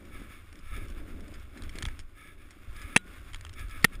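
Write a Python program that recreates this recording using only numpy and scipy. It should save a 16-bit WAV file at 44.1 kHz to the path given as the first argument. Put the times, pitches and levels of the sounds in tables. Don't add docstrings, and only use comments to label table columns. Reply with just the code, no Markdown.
import sys
import numpy as np
from scipy import signal
from scipy.fft import rfft, irfft, next_fast_len
from scipy.io import wavfile
from scipy.ndimage import map_coordinates

SR = 44100
rng = np.random.default_rng(int(sys.argv[2]) if len(sys.argv) > 2 else 0)


def store_pcm(level_fs):
    pcm = np.round(np.clip(level_fs, -1, 1) * 32767).astype(np.int16)
    wavfile.write(sys.argv[1], SR, np.atleast_2d(pcm).T)


N = 176400


def amp(db):
    return 10 ** (np.asarray(db) / 20)


def unit_rms(x):
    return x / np.sqrt(np.mean(x ** 2) + 1e-20)


def gain_at(colour, hz):
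    freq_hz, gain_db = np.transpose(colour)
    return amp(np.interp(np.log(hz + 1), np.log(freq_hz + 1), gain_db))


def curve(points):
    return np.interp(np.arange(N) / SR, *np.transpose(points))


def wobble(rate_hz):
    return map_coordinates(rng.standard_normal(N // 20), [np.arange(N) * rate_hz / SR], mode="wrap")


def filtered(x, response):
    size = next_fast_len(len(x) + 8192)
    return irfft(rfft(x, size) * response(np.fft.rfftfreq(size, 1 / SR)), size)[:len(x)]


def coloured(x, colour):
    return unit_rms(filtered(x, lambda hz: gain_at(colour, hz)))


def grainy(colour, grain_db, grain_hz):
    return coloured(rng.standard_normal(N) * amp(grain_db * wobble(grain_hz)), colour)


def add(track, start_s, sound):
    part = track[round(start_s * SR):][:len(sound)]
    part += sound[:len(part)]


# start_s, length_s, level_db
PUSHES = [(0.103, 0.13, -51.5), (0.206, 0.086, -53.5), (0.272, .15, -53.5), (0.615, 0.16, -55),
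          (.7, 0.13, -46.5), (0.79, 0.08, -47), (1.545, 0.065, -56), (1.743, 0.18, -52.5),
          (1.82, 0.16, -61), (2.14, 0.22, -54.5), (2.364, 0.13, -60), (2.73, 0.18, -50.5),
          (2.853, 0.18, -51), (3.548, 0.12, -46.5), (3.678, .16, -50), (3.916, 0.056, -38.5)]
# freq_hz, gain_db
SPRAY_COLOUR = [(400, -36), (700, -24), (970, -23.5), (1150, -7.5), (1310, 5.5), (1490, -24.5), (1670, 4),
                (1900, -12.5), (2240, 3.5), (2550, -8), (3100, -17.5), (3520, -6), (4150, -28.5),
                (5400, -21), (6020, -39.5), (6650, -19.5), (7800, -42), (8480, -9), (9100, -43.5),
                (9750, -9), (10100, -13.5), (10700, -19), (11300, -33), (12700, -34), (13400, -17),
                (14300, -15), (15500, -32)]


def edge(rise_s=0.041, fall_s=0.064, crumbs_per_s=460, crumb_db=-11.5, scatter_db=5):
    t, power = np.arange(N) / SR, np.zeros(N)
    for start_s, length_s, level_db in PUSHES:
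        shape = np.clip((t - start_s) / rise_s, 0, 1) * np.clip((start_s + length_s - t) / fall_s, 0, 1)
        power += (amp(level_db) * shape) ** 2
    impacts = (rng.random(N) < crumbs_per_s / SR) * rng.standard_normal(N)
    sizes = amp(scatter_db * rng.standard_normal(N))
    crumbs = amp(crumb_db) * coloured(impacts * sizes, CASE_RESPONSE)
    flutter = amp(0.44 * wobble(45))
    spray = grainy(SPRAY_COLOUR, grain_db=-0.5, grain_hz=900)
    return np.sqrt(power) * flutter * (spray + crumbs)


# time_s, level_db
HISS_LEVEL = [(0, -59.5), (.3, -56), (.44, -60), (.48, -61.5), (.55, -59), (.9, -55.5), (1.07, -55),
              (1.24, -58.5), (1.36, -54.5), (1.46, -63), (1.55, -55.5), (1.7, -55.5), (1.95, -55.5),
              (2.08, -64.5), (2.35, -64), (2.53, -61), (2.68, -57.5), (3.02, -56.5), (3.08, -53),
              (3.16, -57), (3.27, -57), (3.52, -58.5), (3.67, -60.5), (3.89, -52.5), (4, -59.5)]
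# freq_hz, gain_db
HISS_COLOUR = [(410, -12), (700, -10), (968, -14.5), (1070, -3.5), (1290, -1), (1800, -4.5), (1950, -7),
               (2220, -2), (2490, -7.5), (2690, -7), (3070, -13.5), (3450, -8.5), (4190, -20.5),
               (5150, -18), (6020, -28.5), (6850, -15), (7800, -20), (8430, -15.5), (9600, -18),
               (11400, -18.5), (14200, -16.5), (14700, -19.5), (15500, -47)]
# time_s, level_db
DRONE_LEVEL = [(0, -52), (.2, -54), (.3, -56.5), (.48, -65), (.56, -56.5), (.7, -65), (.75, -52),
               (.83, -49), (.93, -53.5), (1.1, -47.5), (1.33, -50.5), (1.45, -64), (1.56, -51), (1.68, -51),
               (1.72, -56), (1.77, -46), (1.86, -50), (1.95, -58.5), (2.08, -66.5), (2.28, -60),
               (2.55, -60.5), (2.74, -60), (2.93, -51.5), (3.1, -56.5), (3.3, -61.5), (3.53, -60),
               (3.6, -55.5), (3.7, -59), (3.82, -58.5), (3.92, -51), (4, -59)]
# freq_hz, gain_db
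DRONE_COLOUR = [(70, -13.5), (160, -2), (290, 1.5), (380, -3), (470, -12), (570, -9), (720, -19),
                (1000, -25.5), (2000, -69)]


def base():
    hiss = amp(curve(HISS_LEVEL) + 1.7 * wobble(29.62)) * grainy(HISS_COLOUR, grain_db=2, grain_hz=920)
    drone = amp(curve(DRONE_LEVEL) + 0.5 * wobble(35)) * grainy(DRONE_COLOUR, grain_db=2.5, grain_hz=110)
    return hiss + drone


# start_s, level_db, spot_mix (0 = contact spot a, 1 = b), crack_db, contact_s, crack_t60_s
BRANCH_HITS = [(2.9621, -0.5, 0.22, -16, 0.0043, .016), (2.9744, -18.5, 0.2, 18.5, 0.00061, 0.0073),
               (3.8436, -1.5, 0.84, -6, 0.0054, 0.016)]
# freq_hz, t60_s, spot_a_db, spot_b_db
HELMET_MODES = [(196.6, 0.014, -13, -7), (450, 0.02, -18.5, -13), (797, 0.0087, -20, -16),
                (967, 0.006, -16.5, -19), (1441, 0.0056, -16, -9.5), (1693, 0.0077, 1, -45),
                (1855, .018, -9.5, -4), (2106, 0.012, -10, -7.5), (2335, 0.015, -8, -14.5),
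                (2679, 0.016, -4.5, -14.5), (3180, 0.0065, -19.5, -15), (3905, 0.054, -19, -41),
                (9060, 0.023, -15.5, -30.5), (9370, .01, -15, -20.5), (10090, .02, -20, -17),
                (14070, 0.014, -60, -14.5)]
# freq_hz, t60_s, spot_a_db, spot_b_db
SLOW_MODES = [(188, .4, -42, -41), (1440, .42, -38, -66)]
# freq_hz, gain_db
WOOD_COLOUR = [(200, -24), (900, -16), (1300, 7.5), (2200, 3), (3300, 12.5), (4200, -4.5), (6000, -8.5),
               (7800, 7), (8800, 3), (10300, -16.5), (11300, -9), (12300, -35), (15000, -17)]


def branches(rise_s=0.00026, splinter_db=-36.5, splinter_t60_s=0.089):
    out, t = np.zeros(N), np.arange(SR // 2) / SR
    for start_s, level_db, spot_mix, crack_db, contact_s, crack_t60_s in BRANCH_HITS:
        free_s = np.maximum(t - contact_s, 0)
        ring = np.zeros(len(t))
        for freq_hz, t60_s, spot_a_db, spot_b_db in HELMET_MODES + SLOW_MODES:
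            mode_db = spot_a_db + spot_mix * (spot_b_db - spot_a_db)
            ring += amp(mode_db - 60 * free_s / t60_s) * np.sin(2 * np.pi * (freq_hz * t + rng.random()))
        wood = coloured(rng.standard_normal(len(t)), WOOD_COLOUR)
        crack = amp(crack_db - 8 - 60 * free_s / crack_t60_s)
        splinter = amp(splinter_db - 60 * t / splinter_t60_s)
        attack = 1 - np.exp(-t / rise_s)
        add(out, start_s, amp(level_db) * attack * (ring + wood * (crack + splinter)))
    return out


# start_s, level_db, pitch_hz, t60_s
TWIG_FLICKS = [(0.052, -50.5, 5600, 0.036), (.528, -38.5, 5440, 0.012), (.556, -43, 5500, 0.014),
               (0.589, -47.5, 5060, 0.045), (.883, -45, 5530, .03), (.901, -42, 5430, 0.023),
               (1.206, -43, 5500, .025), (1.28, -47, 4970, 0.04), (1.34, -44.5, 5030, 0.086),
               (1.398, -48.5, 5500, 0.026), (1.574, -42.5, 4040, 0.065), (1.622, -31.5, 3950, 0.0063),
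               (1.636, -39, 5470, 0.032), (1.6937, -35, 5500, 0.028), (1.755, -38.5, 5100, 0.055),
               (1.786, -26.5, 4240, 0.014), (1.824, -22.5, 3200, .014), (1.828, -22.5, 4500, 0.013),
               (1.8531, -20, 2170, 0.011), (1.862, -34, 5830, 0.02), (1.8854, -31.5, 1730, 0.014),
               (1.992, -33.5, 5300, 0.013), (1.998, -39.5, 5410, 0.048), (2.507, -42, 5470, 0.051),
               (2.765, -41.5, 5000, .02), (2.816, -41, 5000, 0.088), (3.333, -35, 3120, 0.034),
               (3.3455, -24.5, 3220, 0.011), (3.359, -37.5, 3900, 0.018), (3.41, -33, 6500, 0.011),
               (3.4501, -28.5, 3150, 0.0089), (3.466, -39.5, 2770, 0.019), (3.494, -34, 3670, 0.014),
               (3.53, -40.5, 5440, 0.013), (3.536, -41.5, 5500, 0.032), (3.594, -40, 5500, 0.035),
               (3.684, -47, 4480, .02), (3.696, -44, 5060, .025), (3.711, -40.5, 5000, 0.031),
               (3.827, -41.5, 4450, 0.11), (3.953, -39.5, 5000, 0.021)]
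# freq_hz, gain_db
CASE_RESPONSE = [(200, -18), (900, 4), (1250, 7), (2200, 11.5), (2700, -1), (3250, 9), (3900, -5),
                 (5200, 0), (6000, -14), (6700, 4), (7800, 1.5), (8800, 2.5), (10200, -5), (11300, -16),
                 (14000, -8.5), (16000, -23)]


def twigs(width_oct=1.7, rise_s=0.00016, hold_s=0.00045, ring_loss_db_per_oct=6.5):
    out, t = np.zeros(N), np.arange(SR // 10) / SR
    free_s = np.maximum(t - hold_s, 0)
    for start_s, level_db, pitch_hz, t60_s in TWIG_FLICKS:
        def band(hz):
            octaves = np.log2((hz + 1) / pitch_hz)
            return gain_at(CASE_RESPONSE, hz) * np.exp(-0.5 * (octaves / width_oct) ** 2)
        tick = unit_rms(filtered(rng.standard_normal(len(t)), band))
        ring_db = 1.5 - ring_loss_db_per_oct * np.log2(pitch_hz / 2000)
        ring = amp(ring_db) * np.sin(2 * np.pi * pitch_hz * t)
        envelope = amp(level_db - 6 - 60 * free_s / t60_s) * (1 - np.exp(-t / rise_s))
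        add(out, start_s, (tick + ring) * envelope)
    return out


# start_s, level_db, pitch_hz
JOLTS = [(0.217, -33.5, 256), (.912, -28, 27.7), (1.754, -32.5, 273), (1.778, -37, 430), (1.837, -26, 100),
         (1.865, -20, 55), (3.642, -25.5, 41.4), (3.95, -34, 32)]


def bumps(rise_cycles=0.31, t60_cycles=4.36):
    out, t = np.zeros(N), np.arange(SR // 4) / SR
    for start_s, level_db, pitch_hz in JOLTS:
        cycles = pitch_hz * t
        envelope = amp(level_db + 6 - 60 * cycles / t60_cycles) * (1 - np.exp(-cycles / rise_cycles))
        add(out, start_s, envelope * np.sin(2 * np.pi * cycles))
    return out


# time_s, level_db
WIND_LEVEL = [(0.0, -49), (0.24, -43.5), (0.27, -49), (0.63, -47.5), (0.75, -34.5), (0.88, -39.5),
              (0.92, -42), (0.99, -39.5), (1.39, -43.5), (1.43, -39.5), (1.57, -49.5), (1.64, -38.5),
              (1.84, -39), (1.86, -31.5), (2.25, -57), (2.28, -47), (2.55, -51.5), (2.71, -39.5),
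              (2.81, -46), (2.86, -34.5), (2.88, -43.5), (2.96, -44), (3.02, -46), (3.42, -38), (3.44, -45),
              (3.61, -37), (3.64, -39), (3.78, -40), (3.85, -35), (3.93, -43), (3.97, -31), (4.0, -31)]
# freq_hz, gain_db
WIND_COLOUR = [(6, -6.5), (17, 8.5), (32, -1.5), (55, -4.5), (80, -3), (105, -10), (150, -35), (300, -44.5),
               (800, -84)]


def wind():
    return amp(curve(WIND_LEVEL) + 0.4 * wobble(9.8)) * grainy(WIND_COLOUR, grain_db=-0.5, grain_hz=120)


def scene():
    return (edge() + base() + wind() + bumps() + twigs() + branches())[None]


def gain_control(x, threshold, max_dip_db=9, recover_s=0.034, lag_s=0.0057):
    excess = np.maximum(np.abs(x) - threshold, 0)
    held = signal.lfilter([1], [1, -np.exp(-1 / (recover_s * SR))], excess)
    dip = np.pad(np.tanh(held / 10), (round(lag_s * SR), 0))[:N]
    return amp(-max_dip_db * dip)


# freq_hz, gain_db
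CAMERA_RESPONSE = [(5000, -0.5), (6000, 0.5), (7500, -6.5), (9500, 0), (10800, -2), (11800, -11),
                   (12700, -9.5), (13600, -2)]
CLIP_LEVEL, DISTORTION_TOP_HZ, CAMERA_TOP_HZ = 0.41, 10930, 15700


def record(dry):
    x = dry[0]
    clipped = x / (1 + (x / CLIP_LEVEL) ** 4) ** (1 / 4)
    x = x + filtered(clipped - x, lambda hz: 1 / (1 + (hz / DISTORTION_TOP_HZ) ** 40))
    x = x * gain_control(x, threshold=CLIP_LEVEL / 2)
    return filtered(x, lambda hz: gain_at(CAMERA_RESPONSE, hz) / (1 + (hz / CAMERA_TOP_HZ) ** 160))[None]


dry = scene()
out = record(dry)
store_pcm(out)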